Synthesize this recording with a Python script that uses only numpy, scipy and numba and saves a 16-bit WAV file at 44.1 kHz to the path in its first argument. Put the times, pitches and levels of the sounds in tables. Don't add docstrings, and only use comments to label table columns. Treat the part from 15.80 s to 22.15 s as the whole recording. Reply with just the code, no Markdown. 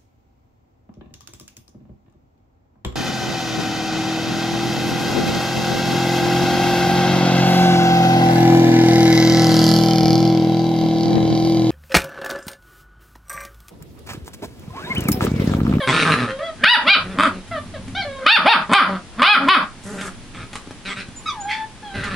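import sys
import numpy as np
from scipy import signal
from scipy.fft import rfft, irfft, next_fast_len
from scipy.io import wavfile
from scipy.ndimage import uniform_filter1d
from numba import njit

SR = 44100
rng = np.random.default_rng(int(sys.argv[2]) if len(sys.argv) > 2 else 0)


def master_out(mix):
    frames = np.transpose(np.atleast_2d(mix))
    ceiling = np.clip(frames, -1, 1)
    pcm = np.round(ceiling * 32767).astype(np.int16)
    wavfile.write(sys.argv[1], SR, pcm)


N = 280035
TIME = np.arange(N) / SR
CALL_TIME = TIME[:SR // 2]

# frequency in Hz, relative level in dB.
HUSH_SPECTRUM = [(12, -31), (20, 10.5), (69, -2), (241, 1.5), (524, -9), (3230, -14.5), (7610, -23.5),
                 (9950, -23), (11100, -61), (12000, -49), (15600, -93), (22000, -120)]
# frequency in Hz, side minus mid in dB.
WIDTH = [(25, 1), (70, -3), (200, -15.5), (500, -12), (1000, -11.5), (2000, -4), (4000, -3), (9000, 3)]
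# start in seconds, length in seconds, thumping in dB, rustle in dB.
SCUFFLES = [(0, 0.34, -60, -42), (1.13, 0.42, -41, -58), (1.653, 0.57, -37.5, -58.5),
            (3.965, 0.82, -47, -58.5), (5.278, .55, -61, -54.5), (6.123, 0.34, -35, -61)]
# frequency in Hz, relative level in dB.
THUD_SPECTRUM = [(40, -7), (80, -6.5), (102, 0), (150, -6), (240, -4), (600, -35), (1500, -87)]
# frequency in Hz, relative level in dB.
RUSTLE_SPECTRUM = [(350, -26), (600, -22), (756, -27), (823, 16), (6930, -18), (11000, 5), (14300, -97),
                   (22000, -120)]
# start in seconds, length in seconds, pitch at start, middle and end in Hz, level in dB,
# overtones against fundamental in dB, overtone slope before the throat in dB per octave.
WHINES = [(0, 0.052, 611, 537, 545, -24, 0, 0.5), (0.473, 0.16, 535, 534.7, 572, -30, -13, -1),
          (0.587, 0.1126, 572, 668, 623, -31, -1.5, -1), (1.711, 0.072, 690, 646, 590, -27.5, 1.5, -5),
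          (1.936, 0.033, 666, 595, 527, -33.5, -5.5, 1), (2.148, 0.078, 685, 804, 695, -25.5, 4, 5.5),
          (2.246, 0.14, 599.6, 547.5, 541, -31, -7, 0.5), (2.385, 0.045, 552, 532, 524, -29.5, -8.5, -5),
          (5.457, .05, 1267, 1260, 1112, -25, -1.5, 9), (5.518, 0.14, 1064, 838, 784, -36.5, -11, -6),
          (5.651, .195, 811, 863, 886, -31, -6.5, -2), (6.025, 0.13, 875, 800, 786, -39.5, -3, 3)]
# resonance in Hz, width in Hz, gain in dB.
NARROW_THROAT = [(1490, 1260, 9.5), (2230, 57, 11.5), (3080, 2300, 1), (4500, 420, -15)]
# start in seconds, length in seconds, top pitch in Hz, level in dB,
# mouth against chest in dB, rasp against mouth in dB, tuning of chest and mouth as a factor.
GROWLS = [(0.067, 0.044, 142.7, -15.5, 1, -2, 0.86), (.115, 0.12, 171.5, -17, 0.5, -0.5, 1.01),
          (.245, .1, 163.5, -15.5, 2, -7.5, .9), (0.354, 0.1, 123.8, -21.5, -2.5, -7, 0.92),
          (.47, 0.041, 111, -26.5, 3.5, -8.5, .95), (1.236, .14, 186.1, -32.5, -8.5, -5.5, 1.03),
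          (1.5, 0.093, 193, -34, -21.5, 7, 1), (4.049, 0.13, 204.9, -31, -13, -14, 1.037),
          (4.17, .115, 199.9, -31.5, -1, -6.5, 1.083), (4.535, .1, 174.7, -37.5, 1.5, -2, 1),
          (5.047, .08, 201.3, -29, 1.5, 3, 1.056), (5.156, .06, 201, -31.5, 3, 3.5, 1.075),
          (6.137, 0.077, 205.5, -28.5, 0.5, -6, 1.07), (6.216, 0.071, 212.8, -27, 4, -8, 0.99),
          (6.295, 0.055, 192.3, -28, 0.5, -6.5, 0.94)]
# centre in Hz, width in Hz, relative gain in dB.
CHEST = [(203, 228, 14.5), (425, 77, 10.5)]
GROWL_MOUTH = [(1393, 295, 32.8), (1759, 310, 31)]
MUZZLE = [(2316, 660, 24), (3770, 290, 20.5), (4560, 6600, -69), (8900, 400, 8.5)]
# level in dB, roughness as a factor.
GROWL_ROUGHNESS = [(-26, 0.713), (-16.5, 1.126)]
# jaw opens in seconds, attack in seconds, stays open in seconds,
# pitch crest after opening in seconds, rise in seconds, fall in seconds, crest in Hz,
# level before slack loss in dB, octave break 0-1, harsh onset 0-1, harshness decay in seconds,
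# first mouth resonance in Hz, brightness before losses in dB.
YIPS = [(0.835, 0.006, 0.11, 0.077, 0.08, 0.06, 489.5, 4, 0.9, 0.24, 0.0061, 1587, 5.5),
        (1.062, 0.049, 0.098, 0.054, 0.072, 0.048, 403.4, -4, 0.73, 0, 0.02, 1020, 14.5),
        (1.377, 0.014, 0.091, 0.047, .066, 0.063, 320.4, -13, 0, 0.31, 0.24, 1150, -5),
        (2.462, 0.0059, 0.12, 0.072, 0.082, 0.045, 460, 2, 0.94, 0.08, .01, 1270, 8),
        (2.648, 0.043, 0.11, 0.056, .052, .046, 465.8, 1, 0.42, 0, 0.15, 706, 5.5),
        (2.89, 0.0083, 0.055, .022, 0.032, 0.022, 224.5, -20.5, 0.3, 0.1, .01, 960, -10),
        (2.915, 0.026, 0.11, .036, 0.044, .068, 402.4, 1.5, 0.3, 0.59, 0.0246, 970, -0.5),
        (3.085, 0.0049, 0.075, 0.01, .07, 0.085, 192.2, -23, 0, 0.1, 0.0068, 583, -22),
        (3.381, 0.0085, 0.021, 0.037, .05, 0.043, 261.5, -17.5, 0, 0.12, .01, 1120, -7),
        (3.418, 0.0021, 0.15, 0.089, .102, 0.066, 420.9, 2, 0.58, 0.26, 0.0074, 1070, 5),
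        (3.587, 0.0082, 0.072, .04, 0.16, .1, 278, -32, 0, 0.3, 0.0094, 1110, -10),
        (3.682, 0.0075, 0.089, .026, .06, 0.067, 384.1, 0, 0, 0.51, 0.0027, 1040, 2)]
# centre in Hz, width in Hz, gain before brightness in dB.
THROAT = [(2520, 186, -6), (2968, 99, -8), (3605, 510, -10), (4030, 2800, -19)]
# pitch in Hz, level in dB.
HUM = [(150, -56), (215, -38), (330, -19)]
# pitch in Hz, roughness 0-1.
ROUGHNESS = [(200, 0.32), (310, 0.36), (390, 0.07)]
# start in seconds, thud in dB before a 13 dB lift,
# click in dB before an 11 dB lift.
KNOCKS = [(1.679, -60, -52), (2.081, -59, -48.5), (4.211, -52, -37.5), (4.731, -41.5, -40.5),
          (4.755, -47, -36), (4.874, -41.5, -61), (4.909, -43, -47.5), (5.284, -38, -52),
          (6.24, -50, -38.5)]
# frequency in Hz, relative level in dB.
CLICK_SPECTRUM = [(290, -18), (500, -8), (1850, -2.5), (3620, -11), (8600, -18), (11000, -22), (14300, -64),
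                  (22000, -120)]
# start in seconds, length in seconds, level in dB.
SWISH = (4.025, 0.25, -43)
# start in seconds, length in seconds, pitch in Hz, peak level in dB.
WHISTLES = [(5.355, 0.028, 7060, -38.5), (5.6, 0.016, 6950, -31)]
# start in seconds, hold in seconds, level in dB.
WHINE_RASP = (5.68, 0.004, -24)
# frequency in Hz, time to fall 60 dB in seconds.
ROOM_T60 = [(150, 0.21), (1000, 0.22), (3000, 0.17), (10000, 0.17)]
# frequency in Hz, relative level in dB.
ROOM_COLOUR = [(250, 4), (400, -6), (650, 8.5), (1200, 4.5), (2100, 3), (4000, 6.5)]


def undb(db):
    return 10 ** (np.asarray(db) / 20)


def unit(x):
    return x / np.sqrt(np.mean(x ** 2) + 1e-18)


def even(x, size=700):
    power = uniform_filter1d(uniform_filter1d(x ** 2, size), size)
    return x / np.sqrt(np.abs(power) + 1e-12)


def add(out, start_s, x):
    start = max(int(round(start_s * SR)), 0)
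    out[start:start + len(x)] += x[:max(N - start, 0)]


def envelope(age, attack_s, length_s, release_s):
    return np.clip(age / attack_s, 0, 1) * np.exp(-np.maximum(age - length_s, 0) / release_s)


def colour(x, points):
    hz, db = np.transpose(points)
    size = next_fast_len(len(x))
    log_f = np.log(np.fft.rfftfreq(size, 1 / SR) + 1)
    gain = undb(np.interp(log_f, np.log(hz), db))
    return irfft(rfft(x, size) * gain, size)[:len(x)]


def noise(t):
    return rng.standard_normal(len(t))


def wander(t, rate_hz):
    return np.interp((t - t[0]) * rate_hz, np.arange(len(t)), noise(t))


@njit
def svf(x, hz, width):
    y, band, low = np.empty(len(x)), 0., 0.
    for i in range(len(x)):
        g, k = np.tan(np.pi * hz[i] / SR), width / hz[i]
        v = (band + g * (x[i] - low)) / (1 + g * (g + k))
        band, low, y[i] = 2 * v - band, low + 2 * g * v, k * v
    return y


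@njit
def follow(x, attack, release):
    y, level = np.empty(len(x)), 0.
    for i in range(len(x)):
        level += (x[i] - level) * (attack if x[i] > level else release)
        y[i] = level
    return y


def ring(x, modes):
    out = np.zeros(len(x))
    for k, (hz, width_hz, db) in enumerate(modes):
        out += (-1) ** k * undb(db) * svf(x, hz + np.zeros(len(x)), float(width_hz))
    return out


def steep(x, modes):
    out = np.zeros(len(x))
    for hz, width_hz, db in modes:
        mode = [(hz, width_hz, 0)]
        out += undb(db) * ring(ring(x, mode), mode)
    return out


def cut(x, hz, kind, order):
    return signal.sosfilt(signal.butter(order, min(hz, .45 * SR), kind, fs=SR, output="sos"), x)


def folds(t, hz, rough, flip, jitter, shimmer_db, air, choke=0):
    phase = 2 * np.cumsum(hz * (1 + jitter * rough * wander(t, 400))) / SR
    closure = np.round(phase).astype(int)
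    size = undb(shimmer_db * rough * noise(t)[closure])
    size = size * np.where(closure % 2, flip, 1)
    size = size * np.where(closure % 6, 1 - choke, 1)
    samples_off = (phase - closure) * SR / (2 * hz)
    pulses = size * np.sinc(samples_off / 2) * np.exp(-(samples_off / 8) ** 2)
    puffs = size * np.cos(np.pi * (phase - closure)) ** 2 * noise(t)
    return unit(pulses) + air * rough * unit(puffs)


def diffuse(mid, side):
    side = colour(side, WIDTH)
    return np.array([mid + side, mid - side])


def hush(level_db=-41):
    mid, side = colour(noise(TIME), HUSH_SPECTRUM), colour(noise(TIME), HUSH_SPECTRUM)
    return unit(diffuse(mid, side)) * undb(level_db)


def fur_grains(spread_db=3, grain_db=4):
    return noise(TIME) * undb(grain_db * wander(TIME, 1100) + spread_db * wander(TIME, 8.8))


def scuffle(attack_s=0.031, release_s=0.11, thump_spread_db=3, stir_thump_db=-51, stir_rustle_db=-66.5):
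    thump, rustle = undb(stir_thump_db), undb(stir_rustle_db)
    for start_s, length_s, thump_db, rustle_db in SCUFFLES:
        bout = envelope(TIME - start_s, attack_s, length_s, release_s)
        thump = np.hypot(thump, bout * undb(thump_db))
        rustle = np.hypot(rustle, bout * undb(rustle_db))
    thumps = unit(colour(noise(TIME), THUD_SPECTRUM) * undb(thump_spread_db * wander(TIME, 25)))
    return thumps * thump + unit(colour(fur_grains(), RUSTLE_SPECTRUM)) * rustle


def whines(waver=.012, air=.5, flicker_db=4, edge_hz=3670, attack_s=0.0047, release_s=0.0085):
    out, t = np.zeros(N), CALL_TIME
    for start_s, length_s, start_hz, middle_hz, end_hz, level_db, overtone_db, slope_db in WHINES:
        bend = np.polyfit([0, .5, 1], [start_hz, middle_hz, end_hz], 2)
        hz = np.polyval(bend, np.minimum(t / length_s, 1))
        phase = 2 * np.pi * np.cumsum(hz * (1 + waver * wander(t, 197.6))) / SR
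        harmonics = np.zeros(len(t))
        for k in range(2, 10):
            harmonics += np.sin(k * phase) * undb(slope_db * np.log2(k) + flicker_db * wander(t, 40))
        throat = steep(harmonics + air * noise(t), NARROW_THROAT)
        overtones = even(cut(throat, edge_hz, "low", order=4))
        voice = even(np.sqrt(2) * np.sin(phase) + overtones * undb(overtone_db))
        add(out, start_s, voice * undb(level_db) * envelope(t, attack_s, length_s, release_s))
    return out


def growls(flutter_db=2, hiss_db=-14, droop=.1, attack_s=0.015, release_s=0.0088):
    out, t = np.zeros(N), CALL_TIME
    for start_s, length_s, top_hz, level_db, mouth_db, rasp_db, tuning in GROWLS:
        hz = top_hz * (1 - droop * (2 * np.minimum(t / length_s, 1) - 1) ** 2)
        air = np.interp(hz, [175, 235], [.5, .7])
        rough = np.interp(level_db, *np.transpose(GROWL_ROUGHNESS))
        source = folds(t, hz, rough, 0, jitter=.08, shimmer_db=3.5, air=air)
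        jaw = 1 + .07 * wander(t, 35)
        muzzle_db = mouth_db + rasp_db
        voice = unit(steep(noise(t), [(4360, 3600, 0)])) * undb(muzzle_db + hiss_db)
        parts = [(CHEST, jaw * tuning, 0), (GROWL_MOUTH, jaw * tuning, mouth_db), (MUZZLE, jaw, muzzle_db)]
        for modes, shift, part_db in parts:
            moving = [(centre_hz * shift, width_hz, gain_db) for centre_hz, width_hz, gain_db in modes]
            voice = voice + even(steep(source, moving)) * undb(part_db + flutter_db * wander(t, 66.0))
        add(out, start_s, even(voice) * undb(level_db) * envelope(t, attack_s, length_s, release_s))
    return out


def yips(chest_hz=215, chest_db=8, mouth_width_hz=230, edge_hz=4900, highpass_hz=600, leak_db=-40, spit_db=-25):
    lead_s, release_s = .1, 0.013
    rest_hz, closing_mouth_hz = 152.85, 1328
    fall_shape = 3.2
    waver, throat_drift = .01, .03
    slack_db, slack_dull_db = -4, -11.5
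    closing_dull_db, shut_dull_db, harsh_bright_db = -6.5, -11.5, 4
    out, age = np.zeros(N), CALL_TIME - lead_s
    for (start_s, attack_s, open_s, crest_s, rise_s, fall_s, crest_hz, level_db,
         octave, harsh, harsh_s, first_mouth_hz, bright_db) in YIPS:
        rising = ((crest_s - age) / rise_s) ** 2
        falling = np.abs((age - crest_s) / fall_s) ** fall_shape
        effort = np.exp(-np.where(age < crest_s, rising, falling))
        hz = rest_hz + (crest_hz - rest_hz) * effort
        hz = hz * (1 + waver * (1 - effort ** 4) * wander(age, 92.9))
        jaw = envelope(age, attack_s, open_s, release_s)
        closing = np.clip(age / open_s, 0, 1)
        onset = harsh * np.exp(-(age / harsh_s) ** 2 / 2) * (age > 0)

        hum = undb(np.interp(hz, *np.transpose(HUM))) * np.minimum(10 * effort, 1)
        gain = hum + jaw * undb(level_db + slack_db * (1.5 - effort))
        rough = np.clip(np.interp(hz, *np.transpose(ROUGHNESS)) + onset, 0, 1)
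        choke = np.interp(rough, [.45, .75], [0, .8])
        flip = np.clip(octave * np.sqrt(effort), 0, 1)
        source = folds(age, hz, rough, flip, jitter=.05, shimmer_db=6, air=.7, choke=choke)

        mouth_hz = first_mouth_hz + (closing_mouth_hz - first_mouth_hz) * closing
        dull_db = slack_dull_db * (1 - effort) + closing_dull_db * closing ** 2 + shut_dull_db * (1 - jaw)
        bright = undb(bright_db + dull_db + harsh_bright_db * onset)
        drift = 1 + throat_drift * wander(age, 31.8)
        upper = ring(source, [(centre_hz * drift, width_hz, db) for centre_hz, width_hz, db in THROAT])
        throat = ring(source, [(mouth_hz, mouth_width_hz, 0)]) - bright * upper
        throat = cut(cut(throat, edge_hz, "low", order=14), highpass_hz, "high", order=2)
        pressed = np.maximum(gain / undb(-25.5), 1) ** -.7
        chest = steep(source, [(chest_hz, 125, chest_db), (610, 170, 0)]) * pressed
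        leak = steep(source, [(10160, 2600, leak_db)])
        spit = onset * steep(source, [(8480, 4100, spit_db)])
        add(out, start_s - lead_s, even(throat + chest + leak + spit) * gain)
    return out


def knocks(thud_s=0.0043, click_s=.007):
    out, t = np.zeros(N), TIME[:SR // 8]
    for start_s, thud_db, click_db in KNOCKS:
        thud = unit(colour(noise(t), THUD_SPECTRUM)) * np.exp(-t / thud_s) * undb(thud_db + 13)
        click = unit(colour(noise(t), CLICK_SPECTRUM)) * np.exp(-t / click_s) * undb(click_db + 11)
        add(out, start_s, thud + click)
    return out


def swish(attack_s=0.013, release_s=0.004):
    start_s, length_s, level_db = SWISH
    rub = unit(ring(fur_grains(), [(7400, 4900, 0)]))
    return rub * undb(level_db) * envelope(TIME - start_s, attack_s, length_s, release_s)


def whistles(attack_s=0.011, release_s=0.0078, waver=0.0024):
    out, t = np.zeros(N), CALL_TIME
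    for start_s, length_s, hz, level_db in WHISTLES:
        tone = np.sin(2 * np.pi * np.cumsum(hz * (1 + waver * wander(t, 220))) / SR)
        add(out, start_s, tone * undb(level_db) * envelope(t, attack_s, length_s, release_s))
    return out


def rasp(attack_s=0.035, release_s=.035):
    start_s, hold_s, level_db = WHINE_RASP
    air = unit(steep(noise(TIME), [(2150, 960, 12.0), (3140, 780, 5), (4100, 900, -2)]))
    return air * undb(level_db) * envelope(TIME - start_s, attack_s, attack_s + hold_s, release_s)


def room(x, wet_db=-3, first_wall_s=0.004):
    t = TIME[:SR * 3 // 5]
    hz, t60_s = np.transpose(ROOM_T60)
    log_f = np.log(np.fft.rfftfreq(len(t), 1 / SR) + 1)
    shares = [np.interp(log_f, np.log(hz), row) for row in np.eye(len(hz))]
    tails = []
    for white in (rfft(noise(t)), rfft(noise(t))):
        tail = np.zeros(len(t))
        for share, decay_s in zip(shares, t60_s):
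            tail += irfft(white * share, len(t)) * np.exp(-np.log(1000) * t / decay_s)
        tails.append(unit(colour(tail * (t > first_wall_s), ROOM_COLOUR)) / np.sqrt(len(t)))
    return undb(wet_db) * signal.fftconvolve(x[None], diffuse(*tails), axes=1)[:, :N]


def scene():
    pen = scuffle() + whines() + growls() + yips() + knocks() + swish() + whistles() + rasp()
    return pen + room(pen) + hush()


def record(dry, ceiling_db=-5, attack_s=0.00035, release_s=0.035, top_hz=11300):
    attack, release = 1 - np.exp(-1 / (attack_s * SR)), 1 - np.exp(-1 / (release_s * SR))
    peaks = follow(np.abs(dry).max(axis=0), attack, release)
    held = np.clip(dry / np.maximum(peaks / undb(ceiling_db), 1), -1, 1)
    return signal.sosfilt(signal.ellip(8, .2, 70, top_hz, fs=SR, output="sos"), held)


dry = scene()
out = record(dry)
master_out(out)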